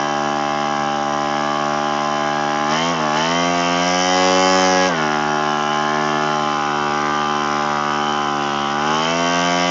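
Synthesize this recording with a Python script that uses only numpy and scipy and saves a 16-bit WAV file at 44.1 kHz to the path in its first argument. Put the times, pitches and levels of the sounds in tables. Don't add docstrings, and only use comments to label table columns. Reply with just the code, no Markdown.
import sys
import numpy as np
from scipy import signal
from scipy.fft import rfft, irfft, next_fast_len
from scipy.io import wavfile
from scipy.ndimage import uniform_filter1d

SR = 44100
rng = np.random.default_rng(int(sys.argv[2]) if len(sys.argv) > 2 else 0)


def to_wav(sig):
    pcm = np.clip(np.atleast_2d(sig), -1, 1) * 32767
    pcm = np.round(pcm).astype(np.int16)
    wavfile.write(sys.argv[1], SR, pcm.T)


def amplitude_ratio(level_db):
    exponent = np.asarray(level_db, float) / 20
    return 10 ** exponent


N = 427769

# (time [s], level [dB], frequency [Hz])
THUMPS = [(0.542, -47, 55), (1.242, -48, 50)]
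# (start [s], speed it settles to [turns per s], travel [s])
THROTTLE_MOVES = [(0, 73.22, 0.01), (0.299, 73.5, 0.199), (0.598, 72.93, 0.05), (1.057, 73.42, 0.049),
                  (1.338, 73.92, 0.05), (2.35, 74.6, 0.25), (2.647, 87.52, 0.055), (2.895, 74.63, 0.031),
                  (3.102, 88.17, 0.054), (3.427, 86.94, 0.039), (3.715, 91.43, 0.079), (4.019, 92.42, 0.03),
                  (4.256, 94.02, 0.079), (4.443, 91.91, 0.253), (4.863, 74.9, 0.02), (5.149, 75.3, 0.15),
                  (5.429, 74.31, 0.1), (5.594, 75.41, 0.098), (6.265, 73.91, 0.257), (6.831, 74.5, 0.081),
                  (7.05, 74.03, 0.301), (7.66, 73.5, 0.101), (7.82, 74.44, 0.05), (7.985, 71.59, 0.527),
                  (8.612, 81.0, 0.289), (8.962, 86.98, 0.063), (9.249, 88.61, 0.298)]
# (speed [turns per s], exhaust level [dB], rattle level [dB], knock level [dB])
LEVELS_BY_SPEED = [(72.5, -20.5, -30, -37), (72.8, -20, -34.5, -38), (74.04, -19.5, -32, -37.5),
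                   (76.85, -17.5, -30, -34.5), (81.2, -20, -29, -35.5), (85.8, -18, -31.5, -37.5),
                   (87.2, -18, -30.5, -36), (90.9, -18, -30, -32.5), (92, -15.5, -29, -33),
                   (93.6, -14.5, -30, -29.5)]
# (frequency [Hz], relative density [dB per Hz])
RUSH_SPECTRUM = [(30, -18), (100, -13.5), (250, -10), (500, -4.5), (800, -0.5), (1200, 1), (1700, -3),
                 (2300, -15.5), (3500, -10), (4400, -22.5), (7000, -22.5)]
# (frequency [Hz], width [Hz], relative level [dB])
RATTLE_MODES = [(1634, 93, -9.5), (1987, 355, 0.5), (2268, 270, -3), (2704, 180, 0.5), (3053, 240, 6),
                (3390, 170, -16.5), (3835, 580, -9.5), (4190, 200, -16)]
# (frequency [Hz], width [Hz], relative level [dB])
KNOCK_MODES = [(4704, 340, -6.5), (5190, 420, -1.5), (5705, 250, -0.5), (6030, 340, -8), (6446, 280, -8.5),
               (6990, 660, -9.5)]
# (shaft order [-], relative level [dB])
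EARLY_IDLE_ORDERS = [(1, -23.5), (2, -11), (3, -4.5), (4, -2), (5, -11.5), (6, -15.5), (7, -15.5), (8, -1),
                     (9, -2.5), (10, -7), (11, 2.5), (12, -12), (13, -6.5), (14, -3.5), (15, 0), (16, -6.5),
                     (17, -12.5), (18, -15), (19, -19.5), (20, -5), (21, -24.5), (22, -10.5), (23, -16),
                     (24, -35.5)]
MIDDLE_IDLE_ORDERS = [(1, -26.5), (2, -9), (3, -4.5), (4, -5.5), (5, -2), (6, -14.5), (7, -23.5), (8, -7),
                      (9, -4), (10, -4), (11, 2.5), (12, -9.5), (13, -11.5), (14, -3.5), (15, -5),
                      (16, -7.5), (17, -8.5), (18, -4.5), (19, -6), (20, -21), (21, -12), (22, -6.5),
                      (23, -8), (24, -24.5)]
LATE_IDLE_ORDERS = [(1, -22.5), (2, -8), (3, -2.5), (4, -3), (5, -2.5), (6, -11), (7, -12.5), (8, -6),
                    (9, -13.5), (10, -3.5), (11, 2), (12, -13), (13, -3.5), (14, -0.5), (15, -3.5), (16, 0),
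                    (17, -2.5), (18, -3.5), (19, -6.5), (20, -4.5), (21, -7.5), (22, -25), (23, -16),
                    (24, -28.5)]
CRUISE_ORDERS = [(1, -22.5), (2, -1.5), (3, -1), (4, -7), (5, -9), (6, -2), (7, -0.5), (8, 1.5), (9, -4),
                 (10, -5), (11, -6.5), (12, -22), (13, -0.5), (14, -5), (15, -14), (16, -14), (17, -13),
                 (18, -7), (19, -20.5), (20, -35.5), (21, -18), (22, -14), (23, -13), (24, -12)]
FULL_ORDERS = [(1, -18.5), (2, -2.5), (3, -0.5), (4, -2), (5, -4.5), (6, 2.5), (7, -9.5), (8, 1.5),
               (9, 1.5), (10, -8), (11, -2.5), (12, -1.5), (13, -6), (14, -8), (15, -14.5), (16, -8.5),
               (17, -16.5), (18, -4), (19, -21), (20, -27), (21, -11), (22, -20), (23, -20), (24, -12.5)]
# (time [s], colour [0 early, 1 middle, 1.6 late])
IDLE_DRIFT = [(3.3, 0.58), (4.9, 1.12), (6.3, 1), (6.6, 1.6)]

IDLE_HZ, CRUISE_HZ, FULL_HZ = 74.5, 89.4, 91.94
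OPEN_FROM_HZ, OPEN_FULL_HZ = 75.5, 89
SPIN_UP_S, SPIN_DOWN_S, CHARGE_S = 0.121, 0.0552, 0.0291
RUSH_DB = -13
OPEN_RATTLE_DB, OPEN_KNOCK_DB = 4.5, 7
PULL_RATTLE_DB, PULL_KNOCK_DB, PULL_EXHAUST_DB = 0.22, -0.02, 0.11
BAND_EDGE_HZ = 6760


def share(x, low, high):
    return np.clip((x - low) / (high - low), 0, 1)


def evened(x):
    return x / np.sqrt(np.mean(x ** 2) + 1e-20)


def wander(samples):
    size = max(int(samples), 1)
    smoothed = uniform_filter1d(rng.standard_normal(N), size)
    return evened(uniform_filter1d(smoothed, size))


def coloured(x, gain_of_hz):
    size = next_fast_len(N)
    spectrum = rfft(x, size) * gain_of_hz(np.fft.rfftfreq(size, 1 / SR))
    return evened(irfft(spectrum, size)[:N])


def peaks(modes):
    return lambda hz: sum(amplitude_ratio(db) / (1 + (2 * (hz - f) / width) ** 2) for f, width, db in modes)


def puff(turns, start, length, base):
    u = (turns - start) % 1 / length
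    return evened(base + u * np.exp(1 - u))


def per_turn(turns, spread_db):
    index = np.clip(turns.astype(int), 0, None)
    return amplitude_ratio(spread_db * rng.standard_normal(2000)[index])


def thumps():
    t = np.arange(N) / SR
    return sum(amplitude_ratio(db) * np.exp(-((t - s) / 0.025) ** 2) * np.sin(2 * np.pi * hz * (t - s))
               for s, db, hz in THUMPS)


def shaft():
    t = np.arange(0, N / SR + 0.01, 0.002)
    dt = t[1]
    setting = np.full(len(t), THROTTLE_MOVES[0][1])
    for start, hz, travel in THROTTLE_MOVES[1:]:
        setting += share(t, start, start + travel) * (hz - setting)
    rate = dt / CHARGE_S
    setting = setting[0] + signal.lfilter([rate], [1, rate - 1], setting - setting[0])
    speed = setting.copy()
    for k in range(1, len(t)):
        lag = SPIN_UP_S if setting[k] > speed[k - 1] else SPIN_DOWN_S
        speed[k] = speed[k - 1] + (setting[k] - speed[k - 1]) * (dt / lag)
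    sample_t = np.arange(N) / SR
    return np.interp(sample_t, t, setting), np.interp(sample_t, t, speed)


def gas_rush(turns):
    f, db = np.transpose(RUSH_SPECTRUM)
    noise = puff(turns, -0.12, 0.51, 0.76) * rng.standard_normal(N)
    return coloured(noise, lambda hz: amplitude_ratio(np.interp(np.log(hz + 1), np.log(f), db)))


def metal(turns, modes, start, length, base, locked, tick):
    pattern = uniform_filter1d(rng.standard_normal((1000, 512)), size=22, axis=0).ravel()
    strikes = evened(np.interp(turns * 512, np.arange(len(pattern)), pattern))
    scraping = np.sqrt(np.clip(1 - locked ** 2, 0, 1)) * 0.75 * rng.standard_normal(N)
    burst = (locked * strikes + scraping) * puff(turns, start, length, base)
    blow = evened(np.exp(-(((turns - start) % 1 - length) * 400) ** 2))
    force = (burst + tick * blow) * per_turn(turns - start + 1, 0.41)
    return coloured(force, peaks(modes))


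def stand_rattle(turns, load, steady):
    return metal(turns, RATTLE_MODES, 0.9, 0.1021, 1.0, (0.74 + 0.21 * load) * steady, 0.16)


def piston_knock(turns, load, steady):
    return metal(turns, KNOCK_MODES, 0.2 + 0.65 * load, 0.0605, 0.65 - 0.23 * load,
                 (0.5 + 0.33 * load) * steady, 0.13 + 0.14 * load)


def exhaust(t, hz, turns, waver_db=2.5, slide_db=0.07, lean=0.64, spread=1.44, smear=0.34):
    frame_t, speed = t[::441], hz[::441, None]
    colour = np.interp(frame_t, *np.transpose(IDLE_DRIFT))[:, None]
    states = EARLY_IDLE_ORDERS, MIDDLE_IDLE_ORDERS, LATE_IDLE_ORDERS, CRUISE_ORDERS, FULL_ORDERS
    early_db, middle_db, late_db, cruise_db, full_db = (np.transpose(s)[1] for s in states)
    level_db = early_db + share(colour, 0, 1) * (middle_db - early_db)
    level_db += share(colour, 1, 1.6) * (late_db - middle_db)
    level_db += share(speed, IDLE_HZ, CRUISE_HZ) * (cruise_db - level_db)
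    level_db += share(speed, CRUISE_HZ, FULL_HZ) * (full_db - level_db)

    orders = np.arange(1, level_db.shape[1] + 1)
    circle = np.hstack([level_db[:, :1], level_db, level_db[:, -2::-1]])
    phase = -signal.hilbert(np.log(amplitude_ratio(circle)), axis=1).imag[:, orders]
    phase += lean - spread * np.log(orders)
    phase += smear * np.minimum(orders - 6, 0) ** 2

    slow, quick, shake = rng.standard_normal((3,) + level_db.shape)
    waver = evened(uniform_filter1d(slow, size=20, axis=0))
    level_db += waver_db * np.sqrt(orders / orders[-1]) * waver
    level_db -= 10 * np.log10((amplitude_ratio(level_db) ** 2).sum(1, keepdims=True) / 2)

    sliding = abs(np.gradient(speed[:, 0], frame_t))[:, None] * share(orders, 2.0, 7.8)
    flicker = 0.5 - abs(evened(uniform_filter1d(quick, size=4, axis=0)))
    level_db += np.minimum(slide_db * sliding, 7) * flicker
    phase += np.minimum(0.012 * sliding, 1.1) * evened(uniform_filter1d(shake, size=3, axis=0))
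    gain = amplitude_ratio(level_db)
    return sum(np.interp(t, frame_t, g) * np.cos(2 * np.pi * k * turns + np.interp(t, frame_t, p))
               for k, g, p in zip(orders, gain.T, phase.T))


def engine():
    t = np.arange(N) / SR
    setting, hz = shaft()
    speeds, *columns = np.transpose(LEVELS_BY_SPEED)
    exhaust_db, rattle_db, knock_db = (np.interp(hz, speeds, c) for c in columns)
    opened = share(setting, OPEN_FROM_HZ, OPEN_FULL_HZ)
    pull = np.maximum(setting - hz, 0)
    exhaust_db += PULL_EXHAUST_DB * pull
    rattle_db += OPEN_RATTLE_DB * opened + PULL_RATTLE_DB * pull
    knock_db += OPEN_KNOCK_DB * opened + PULL_KNOCK_DB * pull

    turns = np.cumsum(hz) / SR + 0.00089 * wander(830) + 0.005 * wander(4000)
    load = share(hz, IDLE_HZ, FULL_HZ)
    speed_change = abs(uniform_filter1d(np.gradient(hz) * SR, size=2000))
    steady = 1 - 0.27 * share(speed_change, 10, 55)

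    beats = exhaust(t, hz, turns) * amplitude_ratio(0.22 * wander(700))
    out = amplitude_ratio(exhaust_db) * (beats + amplitude_ratio(RUSH_DB) * gas_rush(turns))
    out += amplitude_ratio(rattle_db) * stand_rattle(turns, load, steady)
    out += amplitude_ratio(knock_db) * piston_knock(turns, load, steady)
    return out


def scene():
    return (thumps() + engine())[None]


def band_limit(x):
    return signal.sosfilt(signal.butter(12, 7880, fs=SR, output="sos"), x)


def record(dry):
    low_pass = signal.butter(10, BAND_EDGE_HZ, fs=SR, output="sos")
    mix = signal.sosfilt(low_pass, dry)
    return band_limit(mix)


dry = scene()
out = record(dry)
to_wav(out)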